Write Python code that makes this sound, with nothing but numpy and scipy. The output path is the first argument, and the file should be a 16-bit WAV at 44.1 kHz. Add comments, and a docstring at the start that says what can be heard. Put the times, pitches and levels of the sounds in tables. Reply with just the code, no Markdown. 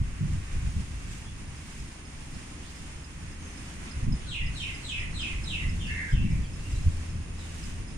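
"""A palm grove, where a bird, likely a kingfisher, calls: five falling whistles, then two lower notes
that each end in a trill. Scattering by the trees gives each note a tail. A small bird chips steadily
nearer by, others peep and chatter far off, and palm fronds swish as their leaflets rub.
Turbulent gusts buffet the microphone over a low rumble, an even hiss and the hum of a far engine."""
import sys
import numpy as np
from scipy import signal
from scipy.fft import rfft, irfft, next_fast_len
from scipy.io import wavfile

SR = 44100
rng = np.random.default_rng(int(sys.argv[2]) if len(sys.argv) > 2 else 0)


def bounce(signal):
    """Save signal as a 16-bit WAV file at the path given by the first command-line argument."""
    frames = np.transpose(np.atleast_2d(signal))
    limited = np.clip(frames, -1, 1)
    pcm = np.round(limited * 32767).astype(np.int16)
    wavfile.write(sys.argv[1], SR, pcm)


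N = 351803
TIME = np.arange(N) / SR
SIZE = next_fast_len(N)
BINS = np.fft.rfftfreq(SIZE, 1 / SR)


def gain_of(db):
    """Amplitude ratio of a level in decibels."""
    return 10 ** (np.asarray(db) / 20)


def unit_rms(x):
    """Normalisation to rms 1."""
    return x / np.sqrt(np.mean(x ** 2) + 1e-20)


def spectrum_at(points, hz):
    """Interpolation of a spectrum on a log-frequency axis."""
    f, value = np.transpose(points)
    return np.interp(np.log(hz + 1), np.log(f + 1), value)


def follow(rows, t):
    """Linear interpolation of each column of a curve at the times t."""
    s, *columns = np.transpose(rows)
    return [np.interp(t, s, c) for c in columns]


def add(mix, s, sound):
    """Superposition of a sound on the mix at s seconds."""
    part = mix[max(round(s * SR), 0):][:len(sound)]
    part += sound[:len(part)]


def wander(hz):
    """Random fluctuation of rms 1: noise low-passed near hz."""
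    return unit_rms(irfft(rfft(rng.standard_normal(SIZE)) * np.exp(-(BINS / hz) ** 2), SIZE)[:N])


def noise(db, correlation):
    """Partly coherent stereo noise of rms 1, with the spectral shape db."""
    left, independent = rfft(rng.standard_normal((2, SIZE)))
    correlation = np.clip(correlation, -1, 1)
    right = correlation * left + np.sqrt(1 - correlation ** 2) * independent
    return unit_rms(irfft(np.array([left, right]) * gain_of(db), SIZE)[:, :N])


def steadied(x, samples):
    """Division by the running rms removes chance swells longer than the window."""
    window = np.hanning(samples)
    power = signal.fftconvolve((x ** 2).mean(0), window, "same")
    return x / np.sqrt(power / signal.fftconvolve(np.ones(N), window, "same"))


def resampled(x, pace):
    """Time scaling: all frequencies shift in proportion to the pace."""
    at = np.cumsum(pace) % N
    return np.array([np.interp(at, np.arange(N), channel) for channel in x])


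def swells(rows):
    """Incoherent Gaussian swells add in power; rows are (peak time [s], half length [s], level [dB])."""
    return sum(gain_of(2 * db) * np.exp(-((TIME - s) / half) ** 2) for s, half, db in rows)


def shaped(shape, start, length, db, ratio=1):
    """A note's contour, stretched and transposed to (time [s], pitch [Hz], level [dB])."""
    return np.array(shape) * [length, ratio, 1] + [start, 0, db]


def sing(notes, quaver, trill_hz, trill_depth, rasp, octave_db=0):
    """Frequency-modulated glides with a weak octave; noise modulation spreads a power share, rasp."""
    # strength of the second harmonic: (frequency [Hz], relative level [dB])
    octave = [(4000, -26), (5400, -24), (6600, -17.5), (7200, -13), (7600, -9.5), (8000, -8), (8400, -18),
              (9000, -30)]
    rasp_hz, trill_fade = 260, 0.42  # the trill dies out over this last share of a note
    out, jitter = np.zeros(N), wander(480)
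    frayed = np.sqrt(1 - rasp) + np.sqrt(rasp / 2) * (wander(rasp_hz) + 1j * wander(rasp_hz))
    for rows in notes:
        t = np.arange(rows[0][0], rows[-1][0] + 0.013, 1 / SR)
        hz, db = follow(rows, t)
        fade = np.minimum(np.linspace(1, 0, len(t)) / trill_fade, 1)
        trill = trill_depth * fade * np.sin(2 * np.pi * trill_hz * t)
        hz = hz * (1 + quaver * np.interp(t, TIME, jitter) + trill)
        phasor = np.exp(2j * np.pi * np.cumsum(hz) / SR)
        overtone = gain_of(octave_db + spectrum_at(octave, 2 * hz)) * phasor ** 2
        tone = (np.interp(t, TIME, frayed) * (phasor + overtone)).imag
        add(out, t[0], np.sqrt(2) * gain_of(db) * tone * signal.windows.tukey(len(t), .12))
    return out


def grove(x, early_s, early_db):
    """Reverberation: trunks and crowns scatter sound into a tail; early_db weights its first echoes."""
    # decay by band: (frequency [Hz], time to fall 60 dB [s])
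    decay_times = [(1500, 0.32), (2600, 0.58), (4000, 0.35), (8000, 0.44)]
    reflections = rng.standard_normal((2, SR)) * (rng.random((2, SR)) < .1)
    hz, t, bands = signal.stft(reflections, SR, nperseg=256)
    db = early_db * np.exp(-t / early_s) - 60 * t / spectrum_at(decay_times, hz)[:, None]
    tail = signal.istft(bands * gain_of(db), SR, nperseg=256)[1]
    tail /= np.linalg.norm(tail, axis=1, keepdims=True)
    return signal.fftconvolve(x[None], tail, axes=1)[:, :N]


def air():
    """Diffuse field: far surf and foliage sum to an even hiss, coherent only in the bass."""
    # spectrum of the hiss: (frequency [Hz], relative density [dB])
    spectrum = [(100, 12), (250, 14), (350, 7.5), (480, 2), (800, 2), (1100, 3), (1400, -0.5), (1900, 3),
                (2700, 1.5), (4000, -6.5), (8500, -11.5), (9800, -16.5), (11000, -30.5), (15000, -58)]
    # narrow treble humps: (centre [Hz], half width [Hz], height [dB])
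    humps = [(5400, 710, 5), (6570, 340, 8.5), (7500, 480, 4.5), (9230, 560, 12.5)]
    # slow drift: (time [s], relative level [dB])
    drift = [(0, -59), (.55, -57.5), (1.1, -58.5), (1.45, -58), (2.2, -58.5), (3.2, -57.5), (3.9, -57),
             (4.7, -56), (5.7, -57.5), (6.3, -58.5), (6.9, -58), (7.98, -57.5)]
    # balance: (frequency [Hz], left minus right [dB])
    balance = [(60, 4), (110, -6.5), (200, 1.5), (380, -0.5), (700, 0.5), (1290, -1.5), (2380, -2.5),
               (4400, 0.5), (8120, -3), (15000, -32.5)]
    # likeness of the channels: (frequency [Hz], correlation [-1 to 1])
    correlation = [(100, 1), (290, 1), (640, -0.26), (1410, 0.26), (3100, -0.19), (6800, -0.0089)]
    db = spectrum_at(spectrum, BINS)
    db += sum(height * np.exp(-((BINS - hz) / width) ** 2) for hz, width, height in humps)
    db = db + spectrum_at(balance, BINS) * np.array([[.5], [-.5]])
    drift_db, = follow(drift, TIME)
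    return noise(db, spectrum_at(correlation, BINS)) * gain_of(drift_db + 11.5 + 1.16 * wander(8.9))


def engine():
    """A far engine's periodic motion gives a harmonic hum; its dull roar grows with its speed."""
    # course of the hum: (time [s], fundamental [Hz], relative level [dB])
    running = [(0, 76.9, -40), (2.2, 74.93, -50), (3, 76.34, -45.5), (3.7, 80.7, -43), (5, 81.68, -47.5),
               (5.4, 84.23, -40.5), (5.75, 83.56, -30.5), (6.3, 84.57, -49), (6.75, 84, -34.5),
               (7.3, 83.63, -35.5), (7.98, 83, -43.5)]
    # harmonic series: (order [multiple of the fundamental], relative level [dB])
    harmonics = [(1, 0.5), (2, -10.5), (3, -23), (4, -25), (5, -28.5)]
    # spectrum of the roar: (frequency [Hz], relative density [dB])
    spectrum = [(150, -37), (300, 10), (430, -2), (600, -2), (850, -16), (2000, -37.5)]
    idle_hz, idle_db, growth_db_per_hz = 75.8, -65.5, 1.18
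    hz, db = follow(running, TIME)
    phase = 2 * np.pi * np.cumsum(hz * (1 + 0.014 * wander(7.7))) / SR
    hum = sum(gain_of(order_db) * np.sin(order * phase) for order, order_db in harmonics)
    roar = noise(spectrum_at(spectrum, BINS), correlation=0.065)
    roar *= gain_of(idle_db + growth_db_per_hz * (hz - idle_hz))
    return unit_rms(hum) * gain_of(db - 4 + 2 * wander(26)) + roar


def crowns():
    """Flow noise: the breeze soughs through farther palms in soft, mid-pitched swells."""
    # soughs: (peak time [s], half length [s], level [dB])
    soughs = [(.14, 0.13, -54), (.53, 0.11, -52.5), (1.08, 0.11, -55), (3.25, 0.24, -58.5),
              (3.9, 0.14, -52.5)]
    # their spectrum: (frequency [Hz], relative density [dB])
    spectrum = [(500, -20), (1100, 2.5), (1850, 5), (2700, 5.5), (3500, -22), (6000, -31)]
    hiss = noise(spectrum_at(spectrum, BINS), correlation=0)
    return hiss * np.sqrt(swells(soughs)) * gain_of([[-1], [1]])


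def fronds():
    """Friction noise: leaflets brush each other in soft, slightly grainy swells."""
    # swishes: (peak time [s], half length [s], level [dB])
    swishes = [(.7, 0.58, -54), (1.14, 0.057, -48.5), (1.74, 0.15, -51.5), (2.33, 0.19, -55),
               (2.76, 0.12, -52.5), (3.15, .2, -58), (3.72, 0.22, -53.5), (4.67, 0.14, -51.5),
               (4.86, 0.079, -53), (5.62, 0.42, -53), (6.11, 0.041, -52), (6.38, .15, -56.5),
               (6.715, 0.099, -53), (6.86, 0.24, -53), (7.457, 0.073, -52.5), (7.64, 0.1, -48.5)]
    # their spectrum: (frequency [Hz], relative density [dB])
    spectrum = [(500, -35), (1500, 11.5), (2800, 11), (4200, 6.5), (5500, 8.5), (7800, 9.5), (9500, 4.5),
                (11000, -6.5), (15000, -12.5)]
    hiss = noise(spectrum_at(spectrum, BINS), correlation=0)
    grain = gain_of(wander(70))
    return hiss * np.sqrt(swells(swishes)) * grain * gain_of([[-1], [1]])


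def rustles():
    """Band-limited noise whose centre frequency rises is heard as a soft upward rustle."""
    # sweeps: (start [s], length [s], first centre [Hz], last centre [Hz], level [dB])
    sweeps = [(2.605, 0.12, 2100, 5120, -56), (3.85, .09, 2400, 4800, -56), (4.19, 0.11, 2410, 3450, -53.5)]
    half_width_hz = 1100
    out = np.zeros((2, N))
    for channel in out:
        hiss = wander(half_width_hz) + 1j * wander(half_width_hz)
        for s, length, first_hz, last_hz, db in sweeps:
            hz = np.linspace(first_hz, last_hz, round(length * SR))
            carrier = np.exp(2j * np.pi * np.cumsum(hz) / SR)
            band = (hiss[round(s * SR):][:len(hz)] * carrier).real
            add(channel, s, gain_of(db) * band * signal.windows.tukey(len(hz), .5))
    return out


def wind():
    """Turbulent pressure at the microphone: large eddies push both ports alike, small ones less so."""
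    # gusts: (peak time [s], half length [s], large-eddy level [dB], small-eddy level [dB])
    gusts = [(0.017, 0.023, -27.5, -30.5), (0.233, 0.022, -38, -25.5), (0.319, 0.045, -36, -31.5),
             (0.568, 0.029, -26, -48), (0.66, 0.024, -27, -32.5), (0.693, 0.0087, -25, -36),
             (0.783, 0.025, -27.5, -32.5), (0.955, 0.023, -33, -56), (1.822, 0.047, -38, -44),
             (2.355, 0.03, -40, -40.5), (3.978, 0.015, -30, -43), (4.039, 0.0087, -25.5, -29),
             (4.085, 0.014, -23, -26), (4.128, 0.018, -22.5, -28), (4.422, 0.014, -25, -44),
             (4.469, 0.015, -26.5, -52), (4.998, 0.052, -37.5, -58), (5.383, 0.053, -32, -59),
             (5.49, 0.037, -47, -44), (5.676, 0.023, -27.5, -55), (5.778, 0.015, -29, -47),
             (6.141, 0.01, -15, -24), (6.203, 0.029, -23.5, -28.5), (6.253, 0.016, -36, -25),
             (6.323, 0.026, -29, -31.5), (6.407, 0.013, -27, -39), (6.75, 0.024, -24, -52),
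             (6.82, 0.011, -26.5, -28), (6.881, 0.014, -22, -20), (7.15, 0.053, -35.5, -39),
             (7.808, 0.02, -36, -46)]
    # breeze between gusts: (time [s], large-eddy level [dB], small-eddy level [dB])
    breeze = [(0, -31.5, -42), (1, -40.5, -46), (1.5, -44.5, -48.5), (2.1, -42, -51.5), (2.6, -44, -50.5),
              (3.7, -45, -50.5), (4.4, -39, -45.5), (4.8, -42.5, -46), (5.5, -37.5, -45), (6.5, -35.5, -40),
              (7, -38.5, -51), (7.98, -38.5, -43.5)]
    # buffeting by large eddies: (frequency [Hz], relative density [dB])
    large_spectrum = [(8, -10.5), (20, 0), (35, -3), (55, -2.5), (90, -7), (125, -14), (180, -28.5),
                      (400, -76)]
    # small eddies: (frequency at pace 1 [Hz], relative density [dB])
    small_spectrum = [(50, -11), (85, -11.5), (110, 1.5), (160, 0), (220, -8), (300, -19), (400, -31),
                      (700, -73), (2000, -79)]
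    # pitch drift of the small eddies: (time [s], pace [ratio])
    eddy_pace = [(0, .9), (.25, 0.92), (.57, 0.86), (.8, 0.96), (4.13, 1.075), (4.45, 0.84), (5.5, 1.0),
                 (6.3, .97), (6.88, .7), (7.3, 1.09)]
    flutter_db, left_lag_s = 3, .0006  # the right port feels the wind first
    large_db, small_db = follow(breeze, TIME) + flutter_db * wander(4.5)
    large_power = gain_of(2 * large_db) + swells((s, half, db) for s, half, db, _ in gusts)
    small_power = gain_of(2 * small_db) + swells((s, half, db) for s, half, _, db in gusts)
    large = steadied(noise(spectrum_at(large_spectrum, BINS), correlation=0.982), samples=5000)
    small = steadied(noise(spectrum_at(small_spectrum, BINS), correlation=0.88), samples=3500)
    pace, = follow(eddy_pace, TIME)
    left, right = large * np.sqrt(large_power) + resampled(small, pace) * np.sqrt(small_power)
    left = np.interp(TIME - left_lag_s, TIME, left)
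    return np.array([left, right]) * signal.windows.tukey(N, .001)


def chatter():
    """Far birds trade short notes at random, heard only as a reverberant field."""
    # bouts: (peak time [s], half length [s], level [dB])
    bouts = [(1.1, 0.3, -64), (3.5, 0.73, -78), (6.65, 0.24, -57.5), (7.4, 0.51, -62)]
    notes_per_s, note_s = 15, 0.0422
    centre_hz, pitch_spread, glide_spread = 2660, .05, 0.0402
    notes = []
    for s in np.arange(0, TIME[-1] - .3, 1 / notes_per_s):
        late, sharp, glide, db = rng.standard_normal(4)
        start = s + abs(late) / notes_per_s
        hz = centre_hz * (1 + pitch_spread * sharp)
        notes.append([(start, hz, db), (start + note_s, hz * (1 + glide_spread * glide), db - 4)])
    voices = sing(notes, quaver=0.0042, trill_hz=44.9, trill_depth=0.0058, rasp=0.051)
    return unit_rms(grove(voices, early_s=0.048, early_db=-8)) * np.sqrt(swells(bouts))


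def peepers():
    """Multipath propagation: thin peeps of small birds arrive both directly and blurred by the trees."""
    # peeps: (start [s], length [s], first pitch [Hz], last pitch [Hz], direct [dB], scattered [dB])
    peeps = [(1.24, 0.056, 3200, 3430, -64, -61), (2.322, 0.038, 4260, 4230, -69, -65),
             (3.39, .12, 6450, 6150, -65, -59), (4.25, .057, 1560, 1425, -59, -55),
             (4.56, 0.071, 5400, 5480, -64, -54), (5.868, 0.027, 4900, 4420, -60, -65),
             (6.43, 0.027, 3550, 3100, -58, -62), (6.437, .018, 5000, 4500, -61, -68),
             (6.64, .04, 2844, 2750, -59, -57), (6.746, 0.032, 3950, 4050, -64, -55),
             (7.39, 0.028, 4000, 3738, -61, -55), (7.62, 0.081, 2740, 2506, -68, -60)]
    direct = [[(s, first, db), (s + length, last, db)] for s, length, first, last, db, _ in peeps]
    scattered = [[(s, first, db), (s + length, last, db)] for s, length, first, last, _, db in peeps]
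    timbre = dict(quaver=.008, trill_hz=61, trill_depth=.008, rasp=.4)
    return sing(direct, **timbre) + grove(sing(scattered, **timbre), early_s=0.032, early_db=10)


def chipper():
    """Early reflections off nearby walls follow the down-slurred chips of a small bird on the right."""
    # chips: (time [s], peak level before panning [dB], pitch [Hz])
    chips = [(1.563, -56, 5084), (1.791, -55, 5100), (2.048, -54, 5120), (2.335, -53, 5093),
             (2.757, -54, 5090), (3.038, -52.5, 5040), (3.317, -56, 5035), (3.571, -55, 5120),
             (3.908, -51.5, 5050), (4.118, -49.5, 5110), (4.459, -53, 5070), (4.741, -52, 5020),
             (4.993, -52.5, 5080), (5.208, -46.5, 5073), (5.435, -46.5, 5180), (5.688, -50, 5130),
             (6.107, -52.5, 5100), (6.306, -56, 5200), (6.53, -54, 5200), (6.72, -55, 4946),
             (6.819, -55, 5170), (7.092, -58, 5183), (7.382, -56, 5060), (7.626, -50, 5207),
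             (7.874, -53.5, 5100)]
    # direction of the bird: (time [s], left minus right [dB])
    pan = [(1.6, -9), (3.3, -13), (4.1, -22.5), (5.4, -16), (6.7, -12)]
    # wall reflections: (nominal delay [s], relative level [dB])
    walls = [(.012, -4), (.026, -12)]
    # changing strength of all reflections: (time [s], added level [dB])
    echo_level = [(3, -3), (5.5, -5), (6.3, -3), (7.2, 1)]
    chip_s, fall_share = 0.02, 0.065
    direct, echoes = np.zeros((2, N)), np.zeros((2, N))
    progress = np.linspace(0, 1, round(chip_s * SR))
    for s, db, hz in chips:
        phase = 2 * np.pi * np.cumsum(hz * (1 + fall_share * (.5 - progress))) / SR
        chip = gain_of(db) * np.sin(np.pi * progress) * np.sin(phase)
        pan_db, = follow(pan, s)
        echo_db, = follow(echo_level, s)
        for channel, side in enumerate((.5, -.5)):
            panned = gain_of(side * pan_db) * chip
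            add(direct[channel], s, panned)
            for delay_s, wall_db in walls:
                arrival = s + delay_s * rng.uniform(0.67, 1.8)
                add(echoes[channel], arrival, gain_of(wall_db + echo_db) * panned)
    tail = gain_of(-0.5) * grove(echoes.mean(0), early_s=.04, early_db=9)
    return direct + echoes + tail


def whistle(start, length, db, ratio, end_db, octave_db):
    """A raspy downward frequency sweep; end_db raises or lowers its ending."""
    # swell and dive: (position [share of length], pitch at ratio 1 [Hz], relative level [dB])
    contour = [(0, 4450, -20), (.13, 4096, -14), (.26, 3787, -7), (.35, 3360, -6.5), (0.441, 2875, -3),
               (.55, 2567, -2.6), (.72, 2168, -17.5), (1, 1989, -11)]
    second_half = np.clip(2 * np.array(contour)[:, 0] - 1, 0, 1)
    points = shaped(contour, start, length, db, ratio)
    points[:, 2] += end_db * second_half
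    return sing([points], quaver=.011, trill_hz=130, trill_depth=.021, rasp=.5, octave_db=octave_db)


def kingfisher():
    """Multiple scattering: the loud bird is hidden in the crowns, so all its call arrives indirectly."""
    # whistles: (start [s], length [s], level [dB], pitch [ratio], ending lift [dB], octave lift [dB])
    whistles = [(4.25, 0.17, -29.5, 1.003, -0.5, -3), (4.53, .17, -28.5, 1.02, -1, -1.5),
                (4.815, 0.2, -28.5, 0.99, 1.5, 2), (5.121, .195, -29, 1.005, -4, 0),
                (5.426, .2, -29.8, .99, 3, -3)]
    # lower, cleaner notes: (start [s], length [s], level [dB])
    low_notes = [(5.783, .115, -39), (6.103, 0.1, -41.5)]
    # each drops, then levels off: (position [share of length], pitch [Hz], relative level [dB])
    low_contour = [(0, 3576, -14), (.14, 3503, -3), (.22, 3056, -0.5), (.38, 2762, -2), (.7, 2700, 1.5),
                   (1, 2610, -7)]
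    # trills: (start [s], length [s], level [dB], pitch [ratio])
    trills = [(5.868, .22, -31, 1.0), (6.216, 0.17, -45, 1.1)]
    # each rises and sags: (position [share of length], pitch at ratio 1 [Hz], relative level [dB])
    trill_contour = [(0, 1862, -4), (.22, 1946, -5.5), (.55, 1996, -4), (.76, 1790, -7), (.88, 1630, -14),
                     (1, 1620, -6.5)]
    voice = sum(whistle(*row) for row in whistles)
    voice += sing([shaped(low_contour, *row) for row in low_notes],
                  quaver=.007, trill_hz=130, trill_depth=.01, rasp=.2, octave_db=3)
    voice += sing([shaped(trill_contour, *row) for row in trills],
                  quaver=.012, trill_hz=98.6, trill_depth=.125, rasp=.12)
    return grove(voice, early_s=0.029, early_db=-8) * gain_of([[-1.1], [.7]])


def scene():
    """Linear superposition of all sources at the two microphone ports."""
    birds = kingfisher() + chipper() + peepers() + chatter()
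    return birds + wind() + engine() + air() + fronds() + rustles() + crowns()


def record(dry):
    """Band limiting: the recorder's steep low-pass filter removes the highest treble."""
    cutoff_hz = 15200
    lowpass = signal.firwin(511, cutoff_hz, window=("kaiser", 9), fs=SR)
    return signal.oaconvolve(dry, lowpass[None], "same")


dry = scene()
out = record(dry)
bounce(out)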